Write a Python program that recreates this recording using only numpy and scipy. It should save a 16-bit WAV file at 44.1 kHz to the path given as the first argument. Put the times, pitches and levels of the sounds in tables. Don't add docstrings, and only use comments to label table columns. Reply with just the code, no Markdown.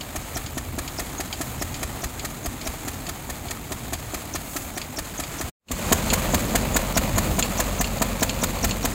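import sys
import numpy as np
from scipy import signal
from scipy.fft import rfft, irfft, next_fast_len
from scipy.io import wavfile
from scipy.ndimage import map_coordinates

SR = 44100
rng = np.random.default_rng(int(sys.argv[2]) if len(sys.argv) > 2 else 0)


def generate_wav(signal):
    frames = np.transpose(np.atleast_2d(signal))
    scaled = np.clip(frames, -1, 1) * 32767
    pcm = np.round(scaled).astype(np.int16)
    wavfile.write(sys.argv[1], SR, pcm)


N = 394236

# time_s, level_db
DRUM_HUM = [(5.7, -44), (6.1, -31), (8.94, -31.5)]
# multiple_of_drum_speed, level_db
DRUM_ORDERS = [(1, -3.5), (2, -11.5), (3, -11)]
# time_s, pods_db, straw_db
LOAD_FAR = [(0.0, -39.5, -41.5), (0.77, -38, -43), (1.3, -38, -40), (3.76, -38.5, -41.5),
            (4.53, -38.5, -40.5), (4.87, -39, -42.5), (5.25, -39, -38)]
LOAD_NEAR = [(5.92, -30.5, -32), (6.05, -29, -33), (6.96, -31, -37.5), (7.28, -29.5, -37.5),
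             (7.56, -32, -35.5), (8.32, -32.5, -39.5), (8.9, -32.5, -37)]
# peak_s, level_db, width_s
ARMFULS = [(1.476, -40, .07), (4.56, -35.5, 0.094), (7.33, -39, 0.11)]
# frequency_hz, level_db
RUMBLE_FAR = [(10, -32), (28, -13.5), (45, -1.5), (90, -1.5), (130, -2), (205, -7.5), (245, -3),
              (300, -6.5), (400, -14.5), (700, -32), (2000, -91)]
RUMBLE_NEAR = [(10, -29), (28, -8), (50, -2.5), (90, -3.5), (150, -6.5), (195, -1.5), (235, -3.5),
               (280, -9), (400, -13), (700, -20), (2000, -94)]
# frequency_hz, level_db
RATTLE_FAR = [(150, -9), (420, -2), (600, 1.5), (740, 3.5), (1000, -1.5), (1300, -2.5), (1520, -12),
              (2300, -5), (2800, -12.5), (4200, -10.5), (5500, -26), (9000, -11.5)]
RATTLE_NEAR = [(150, -11), (420, -8), (520, 5), (740, 0), (850, -1), (1300, -4), (1520, -10.5), (2400, -7),
               (3200, -12.5), (4200, -12), (5500, -21.5), (9000, -17)]
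# frequency_hz, level_db
STRAW_TONE = [(1500, 4), (4500, -3), (6500, -5), (8000, -1.5), (10000, -2.5), (16000, -9)]
POD_TONE = [(500, -20), (1500, -9), (2000, -5.5), (2400, 8), (3100, -5), (3700, -6.5), (4350, 8),
            (5200, -2), (9000, -5), (16000, -3.5)]
SHRED_TONE = [(1500, -20), (4000, -9), (7000, -3.5), (9500, 1), (16000, 0.5)]
FLUTTER_TONE = [(15, -37), (40, -10.5), (70, 1.5), (95, -0.5), (140, -8.5), (300, -41), (1000, -90)]

# peak_s, level_db, width_s
BELT_SURGES = [(.65, -35.5, 0.24), (1.55, -33.5, 0.22), (3.55, -32, 0.1), (3.98, -36, 0.092),
               (5.46, -32, 0.026), (6.1, -30, .1), (7.14, -23, 0.046), (7.33, -24.5, 0.043)]
# pitch_hz, bandwidth_hz, level_db
JOINT_FAR = [(2280, 270, 1), (3170, 500, 0.5), (4660, 590, 1), (5600, 260, -7), (6780, 600, -5.5)]
JOINT_NEAR = [(2390, 120, -12), (2720, 430, -0.5), (4360, 210, 0.5), (5160, 230, -10), (7230, 500, -8)]
# time_s, level_db
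SLAP_FAR = [(.8, -28.5), (1.35, -24), (2.6, -29), (3.6, -31.5), (4.8, -26), (5.3, -29.5)]
SLAP_NEAR = [(6.1, -16), (6.55, -23), (7.4, -14.5), (7.85, -22), (8.3, -18.5), (8.7, -20)]
# peak_s, level_db, pitch_hz
SQUEAKS = [(.360, -33, 5800), (.986, -36, 5380), (1.188, -38.5, 6550), (1.614, -34, 5520),
           (2.028, -39, 5800), (2.449, -44, 6600), (2.660, -36, 5610), (4.345, -34, 5870),
           (4.766, -36, 5740), (4.976, -32, 5600), (5.185, -38, 6500), (5.394, -35, 5900),
           (6.749, -33, 6950), (6.959, -27.5, 5560), (7.590, -31, 5700), (7.799, -34, 6100),
           (8.217, -35, 5660), (8.426, -34, 5700), (8.637, -29, 5720), (8.841, -34, 5680)]

# time_s, firing_rate_hz
SPEED_FAR = [(0, 4.764), (1, 4.8009), (2, 4.7786), (2.6, 4.7388), (3.2, 4.7897), (3.8, 4.7141),
             (4.3, 4.7538), (5.4, 4.7089)]
SPEED_NEAR = [(5.7, 4.7972), (6.3, 4.7389), (6.9, 4.8022), (7.4, 4.7599), (8.8, 4.8227)]
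# delay_s, level_db, width_s
LINKAGE = [(0.056, -20.5, 0.0058), (0.072, -13.5, 0.0085), (.131, -18, .005)]
# time_s, level_db
EFFORT_FAR = [(0, -27), (1.4, -25), (2.8, -26.5), (3.3, -28.5), (3.9, -26), (5.4, -26.5)]
EFFORT_NEAR = [(5.92, -15.5), (6.13, -18.5), (7, -18.5), (7.65, -21.5), (8.2, -19.5), (8.85, -21)]
# pitch_hz, level_db, t60_s
PIPE_FAR = [(292, 2, 0.057), (359, -6.5, 0.1), (640, 1, 0.026), (692, -8.5, 0.029), (1020, -13, .025),
            (1350, -10, 0.027)]
PIPE_NEAR = [(210, -5, 0.058), (254, 1.5, 0.062), (396, -13.5, 0.031), (485, -4.5, 0.036),
             (656, 0.5, 0.049), (976, -3.5, 0.017)]
# frequency_hz, level_db
HISS_FAR = [(200, -24), (700, 5.5), (900, -7.5), (1280, 8), (1520, -11.5), (1800, 5.5), (2100, -1.5),
            (2450, -2.5), (2800, -6.5), (3200, -5.5), (5000, -4), (7000, -5.5), (11000, -3), (16000, -13)]
HISS_NEAR = [(200, -10), (600, 0), (1200, -0.5), (1500, -3.5), (1800, 1.5), (2800, -7.5), (4200, -6),
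             (5600, -9.5), (7500, -5), (10000, -7.5), (16000, -7.5)]

# frequency_hz, gain_db
MIC_EQ = [(4600, 0), (5850, -2), (6500, 7), (7500, 4.5), (9000, -3), (12400, -2.5), (13200, 1.5),
          (16000, -1)]
# time_s, gain_db
FADE = [(5.495, -1.5), (5.52, -84), (5.6, -68), (5.66, -45), (5.685, -23.5), (5.715, -9), (5.8, -1.5),
        (5.89, 1)]


def amp(db):
    return 10 ** (np.asarray(db) / 20)


def unit(x):
    return x / np.sqrt(np.mean(x ** 2) + 1e-20)


def clock():
    return np.arange(N) / SR


def curves(rows):
    time_s, *columns = np.transpose(rows)
    return [np.interp(clock(), time_s, column) for column in columns]


def wobble(rate):
    return map_coordinates(rng.standard_normal(int(N * rate / SR) + 4), [clock() * rate])


def filtered(x, response):
    size = next_fast_len(N + 8192)
    return irfft(rfft(x, size) * response(np.fft.rfftfreq(size, 1 / SR)), size)[:N]


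def coloured(x, tone):
    points_hz, db = np.transpose(tone)
    return filtered(x, lambda hz: amp(np.interp(np.log(hz + 1), np.log(points_hz), db)))


def noise(tone):
    return unit(coloured(rng.standard_normal(N), tone))


def bell(t, width):
    return np.exp(-.5 * (t / width) ** 2)


def swells(rows):
    return sum(amp(db) * bell(clock() - peak_s, width_s) for peak_s, db, width_s in rows)


def nearest(times):
    index = np.searchsorted((times[1:] + times[:-1]) / 2, clock())
    return index, clock() - times[index]


def impacts(rate, spread_db, life_s):
    hits = (rng.random(N) < rate / SR) * amp(spread_db * np.clip(rng.standard_normal(N), -2, 2))
    power = signal.lfilter([1], [1, -np.exp(-2 / (life_s * SR))], hits ** 2)
    return unit(np.sqrt(power) * rng.standard_normal(N))


def engine_cycles(speed, start_s):
    cycles = np.cumsum(curves(speed)[0]) / SR
    return cycles - np.interp(start_s, clock(), cycles)


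def recurring(cycles, first, every):
    lap = np.floor((cycles - first) / every)
    return clock()[1:][np.diff(lap) > 0]


def drum(speed_hz):
    turns = np.cumsum(speed_hz * (1 + 0.0041 * wobble(1.744))) / SR
    partials = sum(amp(db + 0.61 * wobble(2.7)) * np.sin(2 * np.pi * (order * turns + rng.random()))
                   for order, db in DRUM_ORDERS)
    return np.sqrt(2) * amp(curves(DRUM_HUM)[0]) * partials


def falling_pods(rate, tick_db):
    return amp(tick_db) * unit(coloured(impacts(rate, spread_db=3, life_s=.0015), POD_TONE))


def feed():
    return swells(ARMFULS) * noise(SHRED_TONE)


def thresher(load, rumble_tone, rattle_tone, rumble_db, rattle_db, straw_db):
    pod_load, straw_load = curves(load)
    shaking_db = pod_load.mean() + 1.4 * (pod_load - pod_load.mean())
    panels = amp(shaking_db + rumble_db + 1.44 * wobble(30)) * noise(rumble_tone)
    blows = impacts(rate=550, spread_db=3.5, life_s=.008)
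    crackle = impacts(rate=2200, spread_db=3.5, life_s=.003)
    pods = amp(pod_load + rattle_db + 0.68 * wobble(5)) * unit(coloured(blows, rattle_tone))
    straw = amp(straw_load + straw_db + 0.82 * wobble(5)) * unit(coloured(crackle, STRAW_TONE))
    return panels + pods + straw


def belt_flutter(idle_db, surge_db):
    envelope = amp(idle_db) + amp(surge_db) * swells(BELT_SURGES)
    return envelope * amp(1.8 * wobble(15)) * noise(FLUTTER_TONE)


def slip_note(hz, width_hz):
    roughness = amp(2.8 * wobble(300))
    return roughness * np.sin(2 * np.pi * np.cumsum(hz + width_hz * wobble(1400)) / SR)


def belt_scuffs(firings, scuff_db, scuff_hz):
    index, t = nearest(firings)
    gain = amp(scuff_db + 3 * rng.standard_normal(len(firings)))
    return gain[index] * bell(t + 0.0081, 0.0071) * slip_note(scuff_hz, width_hz=400)


def belt_squeaks(squeak_db, width_s, sag_hz_per_s):
    times, db, hz = np.transpose(SQUEAKS)
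    index, t = nearest(times)
    note = slip_note(hz[index] - sag_hz_per_s * t, width_hz=240)
    return amp(db[index] + squeak_db) * bell(t, width_s) * note


def belt_joint(cycles, strength, modes, first_cycle, lap_cycles, slap_db, t60_s):
    pulley_gap_cycles = 2.16
    strikes = [recurring(cycles, first_cycle + gap, lap_cycles) for gap in (0, pulley_gap_cycles)]
    _, t = nearest(np.sort(np.concatenate(strikes)))
    steel = lambda hz: sum((-1) ** k * amp(db) * 1j * hz * width / (pitch**2 - hz**2 + 1j * hz * width)
                           for k, (pitch, width, db) in enumerate(modes))
    ring = unit(filtered(rng.standard_normal(N), steel))
    crack = amp(-60 * np.abs(t) / 0.035)
    rattle = amp(-8.5 - 60 * np.abs(t) / t60_s)
    return (t > 0) * amp(curves(strength)[0] + slap_db) * (crack + rattle) * ring


def linkage(firings, tone, chatter_db):
    envelope = np.zeros(N)
    for delay_s, db, width_s in LINKAGE:
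        time_scatter, level_scatter = rng.standard_normal((len(firings), 2)).T
        index, t = nearest(firings + delay_s + 0.0038 * time_scatter)
        envelope += amp(db + 1.5 * level_scatter)[index] * bell(t, width_s)
    chatter = unit(coloured(impacts(rate=800, spread_db=1, life_s=0.0033), tone))
    return amp(chatter_db) * envelope * chatter


def intake(firings, gulp_db, delay_s=.069, pitch_hz=234, t60_s=0.062):
    index, t = nearest(firings + delay_s)
    age = np.maximum(t, 0)
    gain = amp(gulp_db + 2 * rng.standard_normal(len(firings)))
    return gain[index] * amp(-60 * age / t60_s) * np.sin(2 * np.pi * pitch_hz * age)


def exhaust(firings, effort, pipe, hiss_tone, jet_width_s, thump_db, echo_s):
    index, t = nearest(firings)
    scatter = lambda: rng.standard_normal(len(firings))[index]
    age = np.maximum(t, 0)
    ring = np.zeros(N)
    for hz, db, t60_s in pipe:
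        decay = amp(db + 1.5 * scatter() - 60 * age / t60_s)
        ring += decay * np.cos(2 * np.pi * hz * (1 + 0.018 * scatter()) * t)
    valve_opening = (1 + np.tanh(t / .00035)) / 2
    pop = ring * valve_opening
    jet_t = t - .0102
    attack = (1 + np.tanh((t - .0046) / .002)) / 2
    tail = 0.17 * (jet_t > 0) * np.exp(-np.abs(jet_t) / 0.028)
    flow = attack * bell(jet_t, jet_width_s) + tail
    gas = unit(filtered(noise(hiss_tone), lambda hz: 1 + 0.27 * np.exp(-2j * np.pi * hz * echo_s)))
    hiss = amp(1 + 0.64 * scatter() + wobble(900)) * flow * gas
    swing_t = t - .0297
    thump = amp(thump_db + 2.5 * scatter()) * bell(swing_t, 0.0068) * np.sin(2 * np.pi * 62 * swing_t)
    return amp(curves(effort)[0]) * (pop + hiss + thump)


def from_afar():
    cycles = engine_cycles(SPEED_FAR, start_s=.1526)
    firings = recurring(cycles, first=0, every=1)
    return (exhaust(firings, EFFORT_FAR, PIPE_FAR, HISS_FAR,
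                    jet_width_s=0.0056, thump_db=-1.1, echo_s=.00123)
            + thresher(LOAD_FAR, RUMBLE_FAR, RATTLE_FAR, rumble_db=1.67, rattle_db=0.04, straw_db=1.5)
            + belt_joint(cycles, SLAP_FAR, JOINT_FAR,
                         first_cycle=-.683, lap_cycles=4.149, slap_db=-2, t60_s=0.15)
            + intake(firings, gulp_db=-37.5)
            + belt_scuffs(firings, scuff_db=-46, scuff_hz=7030)
            + linkage(firings, HISS_FAR, chatter_db=-28)
            + falling_pods(rate=30, tick_db=-57))


def at_the_chute():
    cycles = engine_cycles(SPEED_NEAR, start_s=5.708)
    firings = recurring(cycles, first=0, every=1)
    return (exhaust(firings, EFFORT_NEAR, PIPE_NEAR, HISS_NEAR,
                    jet_width_s=0.0052, thump_db=-4, echo_s=.0029)
            + thresher(LOAD_NEAR, RUMBLE_NEAR, RATTLE_NEAR, rumble_db=.5, rattle_db=-2.4, straw_db=-1.5)
            + belt_joint(cycles, SLAP_NEAR, JOINT_NEAR,
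                         first_cycle=1.882, lap_cycles=4.155, slap_db=-5.5, t60_s=0.14)
            + intake(firings, gulp_db=-25.5)
            + belt_scuffs(firings, scuff_db=-41, scuff_hz=6900)
            + linkage(firings, HISS_NEAR, chatter_db=-22.5)
            + falling_pods(rate=45, tick_db=-46))


def scene():
    cut_s = 5.6
    machine = np.where(clock() < cut_s, from_afar(), at_the_chute())
    squeaks = belt_squeaks(squeak_db=4.5, width_s=0.0058, sag_hz_per_s=20000)
    flutter = belt_flutter(idle_db=-51, surge_db=-3.5)
    return (machine + squeaks + flutter + feed() + drum(speed_hz=45.3))[None]


def record(dry):
    high_cut_hz = 15830
    faded = coloured(dry[0], MIC_EQ) * amp(curves(FADE)[0])
    return filtered(faded, lambda hz: np.clip((high_cut_hz - hz) / 160 + .5, 0, 1))[None]


dry = scene()
out = record(dry)
generate_wav(out)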